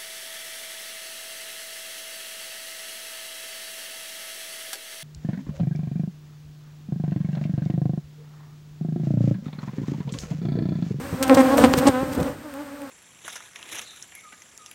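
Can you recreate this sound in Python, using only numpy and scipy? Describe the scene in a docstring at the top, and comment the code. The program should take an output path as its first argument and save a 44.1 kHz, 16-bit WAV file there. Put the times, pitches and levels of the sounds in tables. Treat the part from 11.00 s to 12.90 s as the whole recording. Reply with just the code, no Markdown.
"""Honeybees fly around a camera beside a row of hives in a shaded yard.
The hives hum over a faint hiss, each wingbeat a suction pulse and each pulse train a harmonic buzz.
Then one bee darts about the microphone with a few others near it; its wings tick against the casing,
its body knocks on it, and the hand-held camera takes soft bumps.
After about 1.3 s the bees leave; the hum and the hiss remain, with two last faint taps."""
import sys
import numpy as np
from scipy import signal
from scipy.fft import rfft, irfft
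from scipy.io import wavfile

SR = 44100
rng = np.random.default_rng(int(sys.argv[2]) if len(sys.argv) > 2 else 0)


def wav_record(signal):
    """Record a signal, one row per channel, as 16-bit PCM in the file named by sys.argv[1]."""
    frames = np.transpose(np.atleast_2d(signal))
    bounded = np.clip(frames, -1, 1)
    # unit amplitude maps onto the largest positive 16-bit level
    quanta = np.round(bounded * 32767).astype(np.int16)
    wavfile.write(sys.argv[1], SR, quanta)


N = 83790
T = np.arange(N) / SR


def amp(db):
    """Amplitude ratio of a level in decibels."""
    return 10 ** (np.asarray(db) / 20)


def unit(x):
    """Normalisation to rms 1."""
    return x / np.sqrt(np.mean(x ** 2) + 1e-20)


def curve(points, t=T):
    """Linear interpolation of a table over time."""
    return np.interp(t, *np.transpose(points))


def spectrum(points, hz):
    """Interpolation of a table of levels over log frequency."""
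    f, db = np.transpose(points)
    return np.interp(np.log(hz + 1), np.log(f + 1), db)


def colour(x, points):
    """Zero-phase filtering by a table of levels."""
    gain = amp(spectrum(points, np.fft.rfftfreq(2 * len(x), 1 / SR)))
    return irfft(rfft(x, 2 * len(x)) * gain)[:len(x)]


def noise(points):
    """Filtered white noise of rms 1."""
    return unit(colour(rng.standard_normal(N), points))


def drift(corner_hz):
    """Random modulation: low-passed noise of rms 1."""
    hz = np.fft.rfftfreq(2048, T[-1] / 2048)
    slow = irfft(rfft(rng.standard_normal(2048)) * (hz > 0) / (1 + (hz / corner_hz) ** 2))
    return np.interp(T, np.linspace(0, T[-1], len(slow)), unit(slow))


def add(mix, start_s, sound):
    """Superposition of a sound on the mix."""
    part = mix[max(round(start_s * SR), 0):][:len(sound)]
    part += sound[:len(part)]


# spectrum of the background hiss: frequency_hz, level_db
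HISS_SPECTRUM = [(30, 1), (150, -1), (400, -6.5), (900, .5), (1500, 3), (2300, -5), (3500, -10.5),
                 (7000, -14.5), (15000, -10.5)]
# its envelope: time_s, level_db
HISS_ENVELOPE = [(0, -41), (.2, -42), (.4, -32.5), (.6, -36), (.88, -34.5), (.95, -41.5), (1.28, -40.5),
                 (1.36, -48.5), (1.6, -46), (1.73, -48), (1.9, -46.5)]
def hiss():
    """Broadband noise of the yard under a slow amplitude envelope."""
    return noise(HISS_SPECTRUM) * amp(curve(HISS_ENVELOPE))


# spectrum of the hand's rumble: frequency_hz, level_db
RUMBLE_SPECTRUM = [(25, -35), (45, -14), (70, 0), (120, -1), (200, -2), (400, -8), (1000, -30), (4000, -60)]
# its envelope: time_s, level_db
RUMBLE_ENVELOPE = [(0, -39), (.2, -40), (.35, -35), (.5, -38), (.65, -31), (.8, -34), (.95, -40),
                   (1.1, -38), (1.22, -37), (1.36, -44), (1.48, -55), (1.9, -57)]
def hand_rumble():
    """Structure-borne noise: low frequencies from the hand holding the camera."""
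    return noise(RUMBLE_SPECTRUM) * amp(curve(RUMBLE_ENVELOPE))


# soft bumps on the camera: start_s, level_db, pitch_hz, decay_s
BUMPS = [(.126, -19, 160, .007), (.343, -22, 160, .008), (.604, -18, 170, .005), (.676, -24, 130, .008),
         (.738, -13, 230, .004), (.774, -20, 150, .008), (.888, -11, 170, .004), (1.025, -18, 180, .005),
         (1.173, -15, 150, .006), (1.195, -16, 170, .01), (1.283, -28, 110, .008)]
def bumps(grit_share=.62):
    """Heavily damped vibration: each bump is a low tone and a noise band that die away together."""
    out, t = np.zeros(N), T[:SR // 8]
    for start_s, db, hz, decay_s in BUMPS:
        band = [(hz / 5, -25), (hz / 2, -5), (hz, 0), (hz * 3, -15), (hz * 20, -55)]
        grit = unit(colour(rng.standard_normal(len(t)), band))
        tone = np.sin(2 * np.pi * hz * t)
        envelope = t / decay_s * np.exp(1 - t / decay_s)
        add(out, start_s, amp(db) * envelope * ((1 - grit_share) * tone + grit_share * grit))
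    return out


def wings(cycles, tone, turn_rad, harmonics, tilt_db=0, lead_rad=0, shimmer_db=2, turn_hz=14):
    """Fourier series of one suction pulse per wingbeat; overtones shimmer and shift as the bee turns."""
    out, mean_hz = np.zeros(N), cycles[-1] / T[-1]
    for k in range(1, harmonics + 1):
        sway = np.sqrt(k - 1)  # higher harmonics vary more
        level_db = spectrum(tone, k * mean_hz) + tilt_db * np.log2(max(k / 2, 1))
        level_db += shimmer_db * min(sway / 2, 1) * drift(turn_hz)
        shift_rad = sway * (lead_rad + turn_rad * drift(turn_hz))
        out -= amp(level_db) * np.cos(2 * np.pi * k * cycles + shift_rad)
    return unit(out)


# harmonic spectrum of a bee farther off: frequency_hz, level_db
FAR_WING_SPECTRUM = [(270, 7.5), (550, 2.5), (830, -5.5), (1100, -9), (1500, -14.5), (2200, -25),
                     (3500, -33), (7000, -55), (15000, -39)]
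def swarm(bees, wander, harmonics, glide=1):
    """Beating: the buzzes of several bees interfere, each wavering about its own pitch."""
    out = np.zeros(N)
    for hz, db in bees:
        cycles = rng.random() + np.cumsum(hz * glide * (1 + wander * drift(7.06))) / SR
        out += amp(db) * wings(cycles, FAR_WING_SPECTRUM, turn_rad=.57, harmonics=harmonics)
    return unit(out)


# bees at the hive entrance: base_pitch_hz, relative_level_db
HIVE_BEES = [(281, 0), (275, -12), (290, -11), (266, -13)]
# rise and fall of their pitch: time_s, pitch_ratio
HIVE_GLIDE = [(0, 0.87), (.08, 1.03), (.17, 0.89), (1.45, 1.086), (1.55, 0.96), (1.62, 1.05), (1.7, .99),
              (1.8, 1.05), (1.9, 0.93)]
# envelope of their hum: time_s, level_db
HIVE_ENVELOPE = [(0, -39), (.2, -39.5), (1.3, -36), (1.41, -61), (1.46, -40), (1.51, -45.5), (1.55, -36),
                 (1.615, -35), (1.65, -44.5), (1.72, -42), (1.79, -41.5), (1.831, -35.5), (1.9, -42.5)]
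def hive_hum():
    """Common frequency modulation: close pitches glide together and fuse into one hum."""
    hum = swarm(HIVE_BEES, wander=.01, harmonics=12, glide=curve(HIVE_GLIDE))
    return hum * amp(curve(HIVE_ENVELOPE))


# bees circling close by: pitch_hz, relative_level_db
COMPANIONS = [(245, 1), (304.7, -6), (272.2, 3)]
# their shared envelope: time_s, level_db
COMPANION_ENVELOPE = [(0, -43), (.18, -43), (0.31, -18), (.5, -23), (.6, -18.5), (.7, -21), (.8, -27),
                      (0.888, -17), (.96, -65), (1.1, -38.5), (1.27, -28.5), (1.36, -45.5), (1.447, -48),
                      (1.9, -49.5)]
def companions():
    """Common amplitude modulation: three buzzes of distinct pitch swell and fade together."""
    return swarm(COMPANIONS, wander=.02, harmonics=24) * amp(curve(COMPANION_ENVELOPE))


def swoop(centre_s=.589, width_s=.0065, level_db=-11, centre_hz=570, fall_hz_per_s=14000):
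    """A falling chirp under a Gaussian envelope: the hollow knock of a bee swooping against the casing."""
    t = T - centre_s
    envelope = amp(level_db) * np.exp(-(t / width_s) ** 2)
    return envelope * np.sin(2 * np.pi * (centre_hz - .5 * fall_hz_per_s * t) * t)


# spectrum of a tick on the casing: frequency_hz, gain_db
TICK_SPECTRUM = [(150, 0), (700, 6), (2000, 2), (4500, -1), (7000, -2), (15000, -1.5)]
def add_tick(mix, time_s, db, tilt_db, corner_hz=3500, decay_s=.0005):
    """Impulse excitation: a sharp contact and its brief rattle, with the treble tilted above a corner."""
    t = (np.arange(512) - 128) / SR
    snap = -.9 * (t == 0)
    rattle = .18 * rng.standard_normal(len(t)) * (t > 0) * np.exp(-abs(t) / decay_s)
    tone = [(hz, level + tilt_db * np.log2(max(hz / corner_hz, 1))) for hz, level in TICK_SPECTRUM]
    add(mix, time_s + t[0], amp(db) * colour(snap + rattle, tone))


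# modes of the casing: frequency_hz, level_db, decay_s
CASING_MODES = [(930, -27, 0.00057), (1720, 2, 0.0005), (2420, 4.5, 0.00042), (3630, 17, 0.000095)]
# strikes of a bee's body: start_s, tick_gain_db, tilt_db_per_octave, corner_hz, knock_gain_db
BODY_TAPS = [ (.2967, -1.5, -14, 4200, -14), (.5810, -10, 3, 3500, -22), (.7342, -12, 3, 3500, -35),
             (.7379, 8.5, -16, 6200, -25), (.7421, -7, -14, 5000, -30), (1.5400, -28, 6, 3500, -46),
             (1.8190, -25, 3, 3500, -46)]
def body_taps():
    """Modal ringing: a bee's body strikes the casing with a tick and excites its damped resonances."""
    out, t = np.zeros(N), T[:SR // 50]
    knock = -sum(amp(db) * np.exp(-t / decay_s) * np.sin(2 * np.pi * hz * t)
                 for hz, db, decay_s in CASING_MODES)
    for start_s, tick_db, tilt_db, corner_hz, knock_db in BODY_TAPS:
        add_tick(out, start_s, tick_db, tilt_db, corner_hz)
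        add(out, start_s, amp(knock_db) * knock)
    return out


# wingbeat of the nearest bee: time_s, pitch_hz
WINGBEAT = [(.18, 262), (.23, 267.3), (.275, 259.6), (.3, 272.2), (.33, 258.2), (.372, 269.4),
            (.405, 263.6), (.43, 256.9), (.47, 264.2), (.497, 257), (.535, 278.4), (.6, 246.5),
            (.652, 256.8), (.7, 245.3), (.74, 251.4), (.795, 245), (.825, 265.4), (.85, 263.1), (.875, 283),
            (.925, 251.6), (.985, 256.2), (1.025, 268.2), (1.06, 258.4), (1.11, 262.9), (1.2, 248.6),
            (1.265, 264), (1.31, 243)]
def wingbeat_hz(t=T):
    """Fundamental frequency of the nearest bee, equal to its rate of wingbeats."""
    return curve(WINGBEAT, t)


# wings brushing the casing: start_s, length_s, gain_db, peak_position_fraction, tilt_db_per_octave
WING_BRUSHES = [ (.2277, .017, 4, 0, -1), (0.269, 0.026, -13, 0.5, 1.5), (.3453, .013, .5, .22, -.5),
                (0.5727, 0.063, -8, 0.07, 2.6), (.6240, .044, -6, .5, -1), (.7718, .031, -2, .45, 1.5),
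                (1.1205, .017, -17, .8, 3), (1.1395, .025, -18, .5, 3), (1.2025, .012, -14, .05, 1),
                (1.2225, .019, -15, .45, -.5)]
def wing_brushes(fade_db=-14, scatter_db=1.2):
    """Periodic impacts: one tick per wingbeat, weaker on either side of the peak of each run."""
    out = np.zeros(N)
    for start_s, length_s, db, peak, tilt_db in WING_BRUSHES:
        for beat_s in np.arange(0, length_s, 1 / wingbeat_hz(start_s)):
            off_peak = abs(beat_s / length_s - peak) / max(peak, 1 - peak)
            tick_db = db + fade_db * off_peak + scatter_db * rng.standard_normal()
            add_tick(out, start_s + beat_s, tick_db, tilt_db)
    return out


# harmonic spectrum of the suction pulses at the microphone port: frequency_hz, level_db
DART_SPECTRUM = [(260, 0), (530, -4), (800, -10), (1060, -14), (1350, -20), (1600, -23), (1900, -22),
                 (2400, -27), (2900, -35), (4500, -42), (7000, -50)]
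# spectrum of air rasping in the port: frequency_hz, level_db
RASP_SPECTRUM = [(500, -9), (2500, 3.5), (4200, 2), (6000, -2), (8000, 2), (11000, -3.5), (15000, -21)]
# darts across the port:
# start_s, length_s, level_db, tilt_db_per_octave, lean_rad, relative_rasp_db, roughness_fraction
DARTS = [ (.296, .037, -14, .5, .3, -34, .2), (.368, .045, -11.3, 1.3, 0, -25, .1),
         (.635, .018, -11, 2, 1.3, -25, 1), (.855, .003, -15, -.5, -.5, -30, .5),
         (.867, .018, -13, .8, -.6, -14, .4)]
def darts(cycles, rise_s=.0035, fall_s=.0045, jitter_cycles=.05, shake_db=2.2):
    """Near-field pressure: steep pulses as the bee crosses the port, each with a rasp of air at its peak."""
    out = np.zeros(N)
    stroke_gate = np.exp(5 * np.cos(2 * np.pi * cycles))
    rasp = unit(noise(RASP_SPECTRUM) * stroke_gate)
    k = np.arange(1, 27)[:, None]  # harmonic numbers
    for start_s, length_s, db, tilt_db, lean_rad, rasp_db, roughness in DARTS:
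        on = (T > start_s) & (T < start_s + length_s + 10 * fall_s)
        t = T[on] - start_s
        envelope = np.minimum(t / rise_s, 1) * np.exp(-np.maximum(t - length_s, 0) / fall_s)
        harmonic_db = spectrum(DART_SPECTRUM, k * wingbeat_hz(start_s))
        harmonic_db += tilt_db * np.log2(np.maximum(k / 2, 1))
        strokes = cycles[on] + roughness * jitter_cycles * drift(120)[on]
        shake = amp(roughness * shake_db * drift(120)[on])
        # a phase shift common to all harmonics leans the pulse towards a sawtooth
        partials = amp(harmonic_db) * np.cos(2 * np.pi * k * strokes + lean_rad)
        pulses = -unit(partials.sum(0))
        out[on] += amp(db) * envelope * shake * (pulses + amp(rasp_db) * rasp[on])
    return out


# harmonic spectrum of a wingbeat close by: frequency_hz, level_db
NEAR_WING_SPECTRUM = [(260, 2), (530, 2), (800, -6), (1060, -8), (1500, -13.5), (2100, -24.5), (3200, -27),
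                      (6000, -40.5), (15000, -40)]
# brightness above the second harmonic as the bee turns: time_s, tilt_db_per_octave
FACING_TILT = [(.2, -11), (.25, 4), (.31, -2), (.4, -52), (.46, -2), (.54, -0.5), (.65, 5.5), (.75, -11),
               (.87, 2.5), (.97, -0.5), (1.1, -3), (1.3, -2.5)]
# spectrum of the air swished by the wings: frequency_hz, level_db
SWISH_SPECTRUM = [(200, -10), (700, -10), (1600, 21), (3000, 3), (6000, -30), (15000, -17)]
# envelope of the bee as it circles: time_s, level_db
NEAR_ENVELOPE = [(.17, -52), (.218, -23), (.25, -30.5), (.285, -33), (.32, -16), (.35, -32), (.39, -30),
                 (.435, -23), (.453, -17), (.5, -22), (.545, -17.5), (.565, -45), (.59, -23), (.62, -25),
                 (.645, -29), (.685, -24), (.71, -65), (.742, -44), (.76, -43), (.78, -23.5), (.805, -30),
                 (.83, -17.5), (.85, -34), (.875, -18.5), (.918, -33), (.95, -23), (1.02, -25.5),
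                 (1.075, -35.5), (1.11, -32), (1.155, -41), (1.2, -25), (1.235, -45), (1.283, -30),
                 (1.35, -64)]
def near_bee(cycles, swish_db=-26, fade_db_per_s=260):
    """A moving directional source: buzz and swish grow with nearness; the buzz's treble shifts with turns."""
    swish = unit(noise(SWISH_SPECTRUM) * (1 + np.cos(2 * np.pi * cycles)))
    buzz = wings(cycles, NEAR_WING_SPECTRUM, turn_rad=.3, harmonics=40,
                 tilt_db=curve(FACING_TILT), lead_rad=np.pi / 5)
    arrive_s, leave_s = NEAR_ENVELOPE[0][0], NEAR_ENVELOPE[-1][0]
    away_s = abs(T - np.clip(T, arrive_s, leave_s))
    envelope = amp(curve(NEAR_ENVELOPE) - fade_db_per_s * away_s)
    return envelope * (buzz + amp(swish_db) * swish)


def scene():
    """Linear superposition of bees near and far, contacts with the camera and the hiss of the yard."""
    cycles = np.cumsum(wingbeat_hz() * (1 + .003 * drift(42))) / SR  # one phase for buzz and darts
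    bees = near_bee(cycles) + darts(cycles) + companions() + hive_hum()
    contacts = swoop() + body_taps() + wing_brushes()
    return (bees + contacts + hand_rumble() + bumps() + hiss())[None]


# frequency response of the microphone: frequency_hz, gain_db
MIC_RESPONSE = [(20, -41), (45, -1.5), (75, 0.5), (7000, 3), (8800, 6.5), (10000, -6), (11200, -5),
                (12800, 0), (16000, -6.5)]
def record(dry, cutoff_hz=16000):
    """Transduction: the microphone's response, soft saturation, then band limiting."""
    x = colour(dry[0], MIC_RESPONSE)
    x = x / (1 + x ** 6) ** (1 / 6)
    x = colour(x, [(15, -25), (45, 0)])  # low cut
    lowpass = signal.firwin(511, cutoff_hz, window=("kaiser", 9), fs=SR)
    return signal.oaconvolve(x, lowpass, "same")[None]


dry = scene()
out = record(dry)
wav_record(out)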